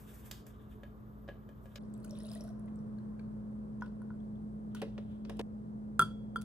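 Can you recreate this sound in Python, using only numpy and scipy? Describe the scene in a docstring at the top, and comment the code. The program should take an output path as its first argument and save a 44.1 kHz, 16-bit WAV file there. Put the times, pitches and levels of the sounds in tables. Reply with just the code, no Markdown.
"""A refrigerator hums throughout a quiet kitchen heard through two spaced microphones, in three parts.
First, powder hisses (shaped noise) from a tapped sachet into a glass (noise bursts and decaying modes).
Then milk splashes in (bubble chirps, fizz, air column) from a creaking carton that is set down
(noise bursts, decaying modes, sliding fingers as shaped noise). Last, an ice ball bumps and chatters
on the rim of the full glass (ticks, glass modes and table modes)."""
import sys
import numpy as np
from scipy import signal
from scipy.fft import rfft, irfft, next_fast_len
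from scipy.io import wavfile
from scipy.ndimage import map_coordinates

SR = 44100
rng = np.random.default_rng(int(sys.argv[2]) if len(sys.argv) > 2 else 0)


def log_audio(samples):
    """Write samples as a 16-bit WAV file to the path given in sys.argv[1]."""
    # one column per channel
    frames = np.atleast_2d(samples).T
    # limit to full scale, then quantise
    limited = np.clip(frames, -1, 1)
    pcm = np.round(limited * 32767).astype(np.int16)
    wavfile.write(sys.argv[1], SR, pcm)


N = 284004
T = np.arange(N) / SR

# ends of the first and second part [t/s]
PART_ENDS = (1.785, 5.415)
# room noise density at the first and the later microphone position, ahead of a low cut
# [f/Hz, level/dB per Hz]
ROOM_FIRST = [(30, -85), (55, -75), (90, -78.5), (160, -79.5), (280, -83.5), (500, -90.5), (800, -97.5),
              (1200, -93.5), (1800, -110.0), (2500, -121.0), (4000, -123.0), (7000, -129.0),
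              (10000, -128.0), (13000, -124.0), (15500, -143.0)]
ROOM_LATER = [(30, -89), (55, -75.5), (90, -78), (160, -71), (280, -79.5), (500, -84.5), (800, -91.5),
              (1200, -99.0), (1800, -108.0), (2500, -119.0), (4000, -122.0), (7000, -126.0),
              (10000, -128.0), (13000, -130.0), (15500, -136.0)]
# refrigerator and lamp tones, ahead of swell and wavering
# [f/Hz, level in the first part/dB, level later/dB, wavering share/0-1]
HUM = [(55.7, -58, -59, 0.4), (118.2, -56.5, -54.5, 0.05), (213, -53, -41.5, 0.12), (431, -72, -76.5, 1),
       (3160, -110, -101, 0.9), (8350, -106, -103, 1), (11200, -115, -106, 0.7), (12330, -84.5, -115, .6)]
# swell of the hum as the compressor loads [t/s, level/dB]
SWELL = [(0, 1), (1.8, 1), (2.4, 1.5), (6.44, 2)]
# flow of powder over foil, ahead of its flutter [t/s, level/dB]
POWDER_FLOW = [(0, -66), (.06, -67), (.1, -60.5), (.18, -62), (.23, -70), (.262, -55.5), (.295, -69),
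               (.33, -60), (.39, -66.5), (.45, -91), (.47, -62.5), (.55, -89), (.62, -76.5), (.67, -84),
               (.72, -73), (.78, -87.5), (1.6, -90), (1.64, -77.5), (1.78, -72.5)]
# colour of the powder hiss, relative [f/Hz, level/dB]
FOIL_COLOUR = [(1200, -108.5), (1800, -105.0), (2500, -110.0), (4000, -117.0), (7000, -111.0),
               (10000, -105.0), (13000, -105.0), (15500, -109.0)]
# rustle of the sachet at a flow of -70 dB, as the grip eases [t/s, level/dB]
GRIP = [(0, -78), (.7, -76), (1.15, -84), (1.78, -81)]
# colour of the rustle, relative [f/Hz, level/dB]
RUSTLE_COLOUR = [(900, -27), (1500, 2.5), (1680, 7.5), (1900, -9), (3600, 2.5), (5000, -44), (9000, -42)]
# milk splashing on powder: drive of the foam [t/s, level/dB]
SPLASH = [(1.8, -84), (1.93, -89), (2.06, -77.5), (2.15, -71.5), (2.21, -67.5), (2.27, -68.5), (2.34, -63),
          (2.39, -68), (2.48, -65), (2.53, -86.5), (2.7, -85), (3.2, -89.5), (4.7, -87.5)]
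# colour of the fizz, relative [f/Hz, level/dB]
FIZZ_COLOUR = [(1800, -103.0), (2500, -109.0), (4000, -102.0), (7000, -112.0), (10000, -104.0),
               (13000, -110.0), (15500, -112.0)]
# the falling stream [t/s, level/dB]
STREAM = [(1.8, -75), (2.03, -71), (3.17, -72), (3.77, -77), (4.0, -75), (4.3, -84), (4.7, -87)]
# colour of the stream, relative [f/Hz, level/dB]
STREAM_COLOUR = [(700, -28.5), (1000, 2.5), (1600, -8.5), (2200, -22.5), (4000, -34.5)]
# single droplets and bursting bubbles, ahead of onset and fade [t/s, level/dB, f/Hz]
DROPS = [(1.8412, -61, 1020), (1.939, -47.5, 7800), (1.9779, -56, 11200), (2.0018, -57, 8300),
         (2.03, -56, 14800), (2.042, -55, 4600), (2.045, -52, 1410), (2.095, -54, 6700),
         (2.1085, -41.5, 5440), (2.152, -50, 3520), (2.203, -59, 1860), (2.203, -48, 5200),
         (2.234, -47, 9600), (2.2563, -48, 10500), (2.267, -44.5, 9600), (2.289, -47, 4950),
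         (2.316, -41, 4900), (2.334, -42, 15500), (2.3506, -41, 9500), (2.356, -52, 1860),
         (2.4083, -41.5, 5420), (2.439, -47, 10800), (2.4803, -55, 1450), (2.49, -51.5, 5430),
         (2.528, -60, 15000), (2.5953, -56, 10050), (2.6589, -59.5, 9800), (2.6778, -59, 1990),
         (2.758, -55.5, 8000), (2.7894, -62, 5470), (2.9837, -61, 1570), (2.9855, -60, 4160),
         (3.193, -55, 1550), (3.1942, -55, 2260), (3.1954, -55.5, 4300), (3.2854, -66, 1040),
         (3.8103, -57, 6250), (3.823, -52, 5230), (3.878, -64, 4300), (4.0192, -60.5, 9800),
         (4.2028, -64, 3280), (4.3555, -66, 3350)]
# fingers sliding on the carton, 20 dB of rise and fall in the times given
# [t of firmest touch/s, level/dB, press time/s, release time/s]
HANDS = [(3.831, -81, .05, 0.12), (4.77, -62, 0.042, 0.11), (5.0, -80, .1, 0.18), (5.15, -73.5, .12, 0.047),
         (5.34, -73, .15, 0.26)]
# colour of the sliding, relative [f/Hz, level/dB]
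RUB_COLOUR = [(600, -30), (1200, -4), (2200, -7), (3400, 1.5), (5000, -20.5), (12000, -20), (16000, -23.0)]
# pops of the carton wall [t/s, level/dB]
POPS = [(3.821, -35), (4.017, -51), (4.104, -49), (4.748, -47.5)]
# modes of the carton wall [f/Hz, level/dB, t60/s]
CARTON_WALL = [(984, -2, 0.045), (1030, -5, 0.032), (1363, -4, 0.035), (1453, 0, 0.06), (1600, -13, .025),
               (1850, -22.5, 0.023), (3250, -28, 0.025), (4300, -27, .025)]
# ice on the rim [t/s, ring level/dB, tick level/dB]
ICE_CONTACTS = [(5.9940, -13, -23), (5.9999, -18, -35.5), (6.01246, -19, -30), (6.01985, -21, -33),
                (6.0228, -34, -37), (6.3590, -25, -45), (6.364, -36, -47), (6.370, -46, -48),
                (6.414, -58, -45), (6.419, -50, -40), (6.428, -60, -52)]
# modes of the full glass, damped by milk [f/Hz, level/dB, t60/s]
FULL_GLASS = [(1354, 0, .044), (1395, -8, .045), (1344, -44, .45), (1372, -45, .4), (3190, -28, .1),
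              (3325, -14, .055), (3324, -44, .65), (3333, -45, .65), (1012, -16, .05), (1500, -24, .025),
              (3420, -27, .08), (4620, -35, .15), (4690, -36, .12), (4780, -34, .08), (8790, -33, .06),
              (8860, -34, .07), (9500, -36, .04)]
# modes of the table under the glass [f/Hz, level/dB, t60/s]
TABLE = [(111, -2.5, 0.3), (161.4, 3, 0.14), (251.5, 4, 0.15), (381, 2, 0.1), (448, 3, 0.14),
         (640, -9, 0.11)]
# modes of the emptier glass, rung by sachet and milk [f/Hz, level/dB, t60/s]
EMPTY_GLASS = [(563, 2, 0.048), (635, -5, 0.044), (1673, -5, 0.055), (1790, -10, .04), (2420, -12, .03),
               (3060, -10, 0.034), (3550, -17.5, 0.033)]
# modes of the carton as a box [f/Hz, level/dB, t60/s]
BOX = [(250, 4, 0.023), (443, 0.5, 0.062), (545, -2, 0.055), (720, -4, 0.027), (960, -4, .035)]
# one low bump through the table [t/s, level/dB, f/Hz]
TABLE_BUMP = (5.09, -33.5, 68)
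# taps of the sachet on the empty glass [t/s, thump level/dB, snap level/dB, top over snap/dB]
SACHET_TAPS = [(.3115, -52, -39, 4), (.4654, -60, -65.5, 16), (.833, -48, -74, 11.5),
               (1.278, -54, -62, -10), (1.287, -42, -70, 5), (1.4893, -55.5, -77, 12),
               (1.6563, -57, -76, 14), (1.7567, -51.5, -41, -8.5), (1.7794, -60, -67, -17)]
# milk slapping the glass wall [t/s, thump level/dB, snap level/dB, top over snap/dB]
MILK_SLAPS = [(2.0448, -54, -67, 21), (2.6793, -54.5, -89, 3), (3.1931, -57, -71, -14)]
# the carton gripped, tipped back and set on the mat
# [t/s, thump level/dB, snap level/dB, top over snap/dB]
CARTON_TAPS = [(3.809, -54, -71, -10), (3.8594, -52, -66, -5), (4.7476, -62, -46.5, 0),
               (4.8167, -29.5, -46, 0), (4.8257, -34.5, -64, 2), (4.978, -38, -55, -20),
               (5.249, -53, -52.5, -24), (5.2952, -35, -49, 0.5), (5.315, -50.5, -68, -3),
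               (5.368, -64, -64, 6), (5.3924, -30.5, -43, -2.5), (5.401, -38, -63, -4),
               (5.4104, -46, -49, -5)]
# kitchen reverberation [f/Hz, t60/s]
KITCHEN_T60 = [(200, 0.42), (1400, 0.19), (2500, .3), (5000, 0.36), (12000, 0.19)]
# level of the room's answer, one value a part [level/dB]
REVERB_LEVEL = [-7, -11, -15]
# likeness of the two microphones for near sound and for room tone [f/Hz, likeness/0-1]
LIKENESS_NEAR = [(100, .95), (350, .85), (800, .6), (1500, .8), (4000, .5), (6000, .55), (8000, .85),
                 (10000, .99), (16000, .97)]
LIKENESS_ROOM = [(100, 0.82), (350, 0.15), (700, 1), (1000, 0.53), (1500, 0.6), (4000, 0.18), (6000, .3),
                 (8000, 0.93), (10000, 1)]
# phase lead of the right microphone at the first and the later position
# [f/Hz, lead of far sound/rad, lead of near sound/rad]
LEAD_FIRST = [(0, .1, 0), (350, .2, 0), (1000, 2.2, .2), (1600, 2.7, 0), (2000, -.3, -.3), (3000, -1, -1.2),
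              (4000, 0, 0), (7000, .1, .1), (10000, 3.14, 3.14), (13000, 6.3, 6.3), (15500, 9.4, 9.4)]
LEAD_LATER = [(0, -.3, 0), (350, -.6, 0), (700, -2.2, 0), (1000, -2.9, .1), (1500, -3.2, .3),
              (2200, -3.5, 1.8), (7000, -5, 1.4), (10000, -6.3, 0), (13000, -9.1, -2.8),
              (15500, -10.2, -3.9)]


def undb(db):
    """The decibel law: level to amplitude gain."""
    return 10 ** (np.asarray(db) / 20)


def unit(x):
    """Normalisation of mean power: rms 1."""
    return x / np.sqrt(np.mean(x ** 2) + 1e-20)


def along(points, hz):
    """Logarithmic frequency scale: (f, value) points are interpolated on it."""
    f, v = np.transpose(points)
    return np.interp(np.log(hz + 1), np.log(f + 1), v)


def gains(rows):
    """Envelopes: a gain per sample for each level column, silent outside the table."""
    s, *columns = np.transpose(rows)
    return [undb(np.interp(T, s, levels, left=-200, right=-200)) for levels in columns]


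def following(gain, share):
    """Power-law coupling: a share of the dB swings of a gain around -70 dB."""
    return (gain * undb(70)) ** share


def wobble(rate):
    """Slow random modulation: a smooth curve through rate random knots a second."""
    return map_coordinates(rng.standard_normal(int(N * rate / SR) + 4), [T * rate])


def filtered(x, response):
    """Linear filtering: the spectrum of x is multiplied by a response of frequency."""
    m = next_fast_len(N + 8192)
    return irfft(rfft(x, m) * response(np.fft.rfftfreq(m, 1 / SR)), m)[..., :N]


def noise(spectrum):
    """Spectral shaping: two unrelated white noises take a given density, with a cut near 38 Hz."""
    def response(hz):
        low_cut = 1 / (1 + (38 / (hz + 1)) ** 6)
        return undb(along(spectrum, hz)) * np.sqrt(SR / 2) * low_cut
    return filtered(rng.standard_normal((2, N)), response)


def add(track, s, sound):
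    """Superposition: a short sound is mixed in at s seconds."""
    part = track[..., round(s * SR):][..., :sound.shape[-1]]
    part += sound[..., :part.shape[-1]]


def ring(modes, spread_db, attack=0.00065):
    """Modal vibration: a blow excites decaying sines, each at a new random strength."""
    t = T[:SR // 2]
    tones = 0
    for hz, db, t60 in modes:
        strength_db = db + spread_db * rng.standard_normal()
        tones = tones + undb(strength_db - 60 * t / t60) * np.sin(2 * np.pi * hz * t)
    return tones * (1 - np.exp(-t / attack))


def burst(lo_hz, hi_hz, t60, attack=0.0015):
    """Impact noise: a pair of band-limited noises, rms 1 before onset and exponential decay."""
    t = T[:SR // 4]
    band_filter = signal.butter(3, [lo_hz, hi_hz], "band", fs=SR, output="sos")
    band = signal.sosfilt(band_filter, rng.standard_normal((2, len(t))))
    return unit(band) * undb(-60 * t / t60) * (1 - np.exp(-t / attack))


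def bubble(hz, cycles):
    """Bubble resonance: a short ring rises in pitch as the bubble nears the surface."""
    turns = hz * T[:900]
    fade = np.exp(-turns / cycles) * np.cos(np.linspace(0, np.pi / 2, len(turns)))
    onset = 1 - np.exp(-turns / 1.0)
    return np.sin(2 * np.pi * turns * (1 + 0.0016 * turns)) * fade * onset


def taps(rows, modes, ring_db, attack):
    """Impact: noise whose brighter bands die faster, and the ringing modes of the body struck."""
    out = np.zeros((2, N))
    for s, thump_db, snap_db, top_db in rows:
        # the middle lies 2 dB under the mean of thump and snap; a weak snap counts as thump - 13.5 dB
        middle_db = (thump_db + max(snap_db, thump_db - 13.5)) / 2 - 2
        add(out, s, undb(snap_db + top_db) * burst(5400, 16000, t60=0.025))
        add(out, s, undb(snap_db) * burst(2500, 6000, t60=0.026))
        add(out, s, undb(middle_db) * burst(700, 3400, t60=0.042))
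        add(out, s, undb(thump_db) * burst(210, 660, t60=0.057, attack=0.004))
        add(out[0], s, undb(thump_db + ring_db) * ring(modes, spread_db=1.5, attack=attack))
    return out


def room_tone():
    """Stationary noise and wavering hum tones; both change as the microphones are moved."""
    first = T < PART_ENDS[0]
    air = np.where(first, noise(ROOM_FIRST), noise(ROOM_LATER))
    swell = gains(SWELL)[0] * undb(0.6 * wobble(1.7))  # slow random drift in dB
    for hz, first_db, later_db, waver in HUM:
        # amplitude and phase waver together, faster for higher tones
        swing = 1 + waver * (wobble(16 + 0.0073 * hz) + 1j * wobble(16 + 0.0048 * hz))
        tone = np.real(swing * np.exp(2j * np.pi * hz * T))
        air[0] += undb(np.where(first, first_db, later_db)) * tone * swell
    return air


def kitchen(x):
    """Reverberation: convolution with noise in which each frequency decays at its own rate."""
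    hz, t, z = signal.stft(rng.standard_normal((2, SR // 2)), SR, nperseg=256)
    decay = undb(-60 * t / along(KITCHEN_T60, hz)[:, None])
    tail = signal.istft(z * decay, SR, nperseg=256)[1]
    delayed = np.pad(x, (250, 0))[None]  # delay in samples
    return signal.fftconvolve(delayed, tail / np.linalg.norm(tail[0]), axes=1)[:, :N]


def handling():
    """Impact, wall resonance and friction: the carton is tapped, its wall pops, fingers slide."""
    out = taps(CARTON_TAPS, BOX, ring_db=-6.5, attack=0.0014)
    for s, db in POPS:
        add(out[0], s, undb(db) * ring(CARTON_WALL, spread_db=-2.5))
    bump_s, bump_db, bump_hz = TABLE_BUMP
    add(out[0], bump_s, undb(bump_db) * ring([(bump_hz, 0, .09)], spread_db=1, attack=0.009))
    touch = np.zeros(N)
    for s, db, press, release in HANDS:
        touch += undb(db - 20 * np.maximum((s - T) / press, (T - s) / release))
    return out + touch * undb(3.8 * wobble(66)) * unit(noise(RUB_COLOUR))


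def powder():
    """Granular flow: grains too fine to tell apart hiss in surges; the squeezed sachet rustles lower."""
    flow, = gains(POWDER_FLOW)
    rustle = gains(GRIP)[0] * following(flow, share=0.4)
    sachet = unit(noise(RUSTLE_COLOUR))
    hiss = flow * undb(2.3 * wobble(39.9)) * unit(noise(FOIL_COLOUR))
    return hiss + rustle * undb(4.7 * wobble(49.4)) * sachet


def bubbling_foam():
    """Random superposition: spatter and small bubble resonances on thin, fluttering fizz."""
    foam = .6 * unit(undb(3.5 * wobble(83)) * noise(FIZZ_COLOUR))
    for when, tone, size, side, life in rng.random((800, 5)):
        hz = 2400 * 6.3 ** tone
        grain = bubble(hz, cycles=1.2 + 18 * life ** 2)  # mostly short spatter, a few that ring
        grain_db = along(FIZZ_COLOUR, hz) + 104.5 - 5.53 * np.log(size + 0.014)
        add(foam, 1.8 + .62 * when, grain * undb(grain_db) * [[1], [side]])
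    return foam


def air_column():
    """Column resonance: the pitch of the gurgle rises as milk shortens the air column."""
    gurgle = np.zeros(N)
    for when, tone, size in rng.random((150, 3)):
        s = 1.7 + 1.0 * when
        column_hz = np.interp(s, (1.9, 2.7), (550, 680))
        add(gurgle, s, bubble(column_hz * (1 + .08 * (tone - .5)), cycles=11.5) * (0.4 + size))
    return gurgle


def milk():
    """Bubble and column resonance: foam, the falling stream, the gurgling glass and droplets."""
    splash, stream = gains(SPLASH)[0], gains(STREAM)[0]
    out = splash * bubbling_foam() + stream * unit(noise(STREAM_COLOUR))
    out[0] += undb(-54) * following(splash, share=.75) * air_column()  # -54 dB at a splash of -70 dB
    for s, db, hz in DROPS:
        drop = bubble(hz, cycles=9.9) * [[1], [.3]]
        if hz > 3000:  # high drops land with a tick
            drop = drop + 0.61 * burst(.5 * hz, 16500, t60=0.011)[:, :900]
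        add(out, s, undb(db) * drop)
    return out + taps(MILK_SLAPS, EMPTY_GLASS, ring_db=-16.5, attack=0.0025)


def ice():
    """Impact on coupled bodies: each contact ticks, rings the glass and thuds into the table."""
    out = np.zeros((2, N))
    for s, ring_db, tick_db in ICE_CONTACTS:
        add(out[0], s, undb(ring_db) * ring(FULL_GLASS, spread_db=1.5, attack=0.0016))
        add(out[0], s, undb(ring_db - 27.5) * ring(TABLE, spread_db=3))
        add(out, s, undb(tick_db) * burst(2270, 22000, t60=0.0094, attack=0.00034))
    return out * undb(2.4 * wobble(90))  # the ice rocks against the wall and makes the ring waver


def microphones(pair, likeness, column):
    """Partial coherence: a shared and an unrelated part reach two ports with a phase lead."""
    turn = lambda hz: np.arccos(np.clip(along(likeness, hz), 0, 1)) / 2

    def ports(lead):
        lead_hz, lead_rad = np.transpose(lead)[[0, column]]
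        half = lambda hz: np.exp(.5j * np.interp(hz, lead_hz, lead_rad))  # half the lead at each port
        left = filtered(pair, lambda hz: [np.cos(turn(hz)) / half(hz), np.sin(turn(hz)) / half(hz)])
        right = filtered(pair, lambda hz: [np.cos(turn(hz)) * half(hz), -np.sin(turn(hz)) * half(hz)])
        return np.array([left.sum(0), right.sum(0)])
    return np.where(T < PART_ENDS[0], ports(LEAD_FIRST), ports(LEAD_LATER))


def scene():
    """Superposition of direct and reverberant sound; near sounds and their tails stop as a part ends."""
    sachet = powder() + taps(SACHET_TAPS, EMPTY_GLASS, ring_db=1.5, attack=0.00056)
    parts = [sachet, milk() + handling(), ice()]
    part_now = np.searchsorted(PART_ENDS, T)
    near = np.zeros((2, N))
    for k, direct in enumerate(parts):
        near += (part_now == k) * (direct + undb(REVERB_LEVEL[k]) * kitchen(direct[0]))
    far = microphones(room_tone(), LIKENESS_ROOM, column=1)
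    return far + microphones(near, LIKENESS_NEAR, column=2)


def band_limit(x):
    """A steep low-pass at the top of the band."""
    return signal.sosfilt(signal.butter(12, 17150, fs=SR, output="sos"), x)


def record(dry):
    """Band limitation: a steep low-pass at 16.1 kHz removes the top of the band."""
    mix = filtered(dry, lambda hz: 1 / (1 + (hz / 16100) ** 60))
    return band_limit(mix)


dry = scene()
out = record(dry)
log_audio(out)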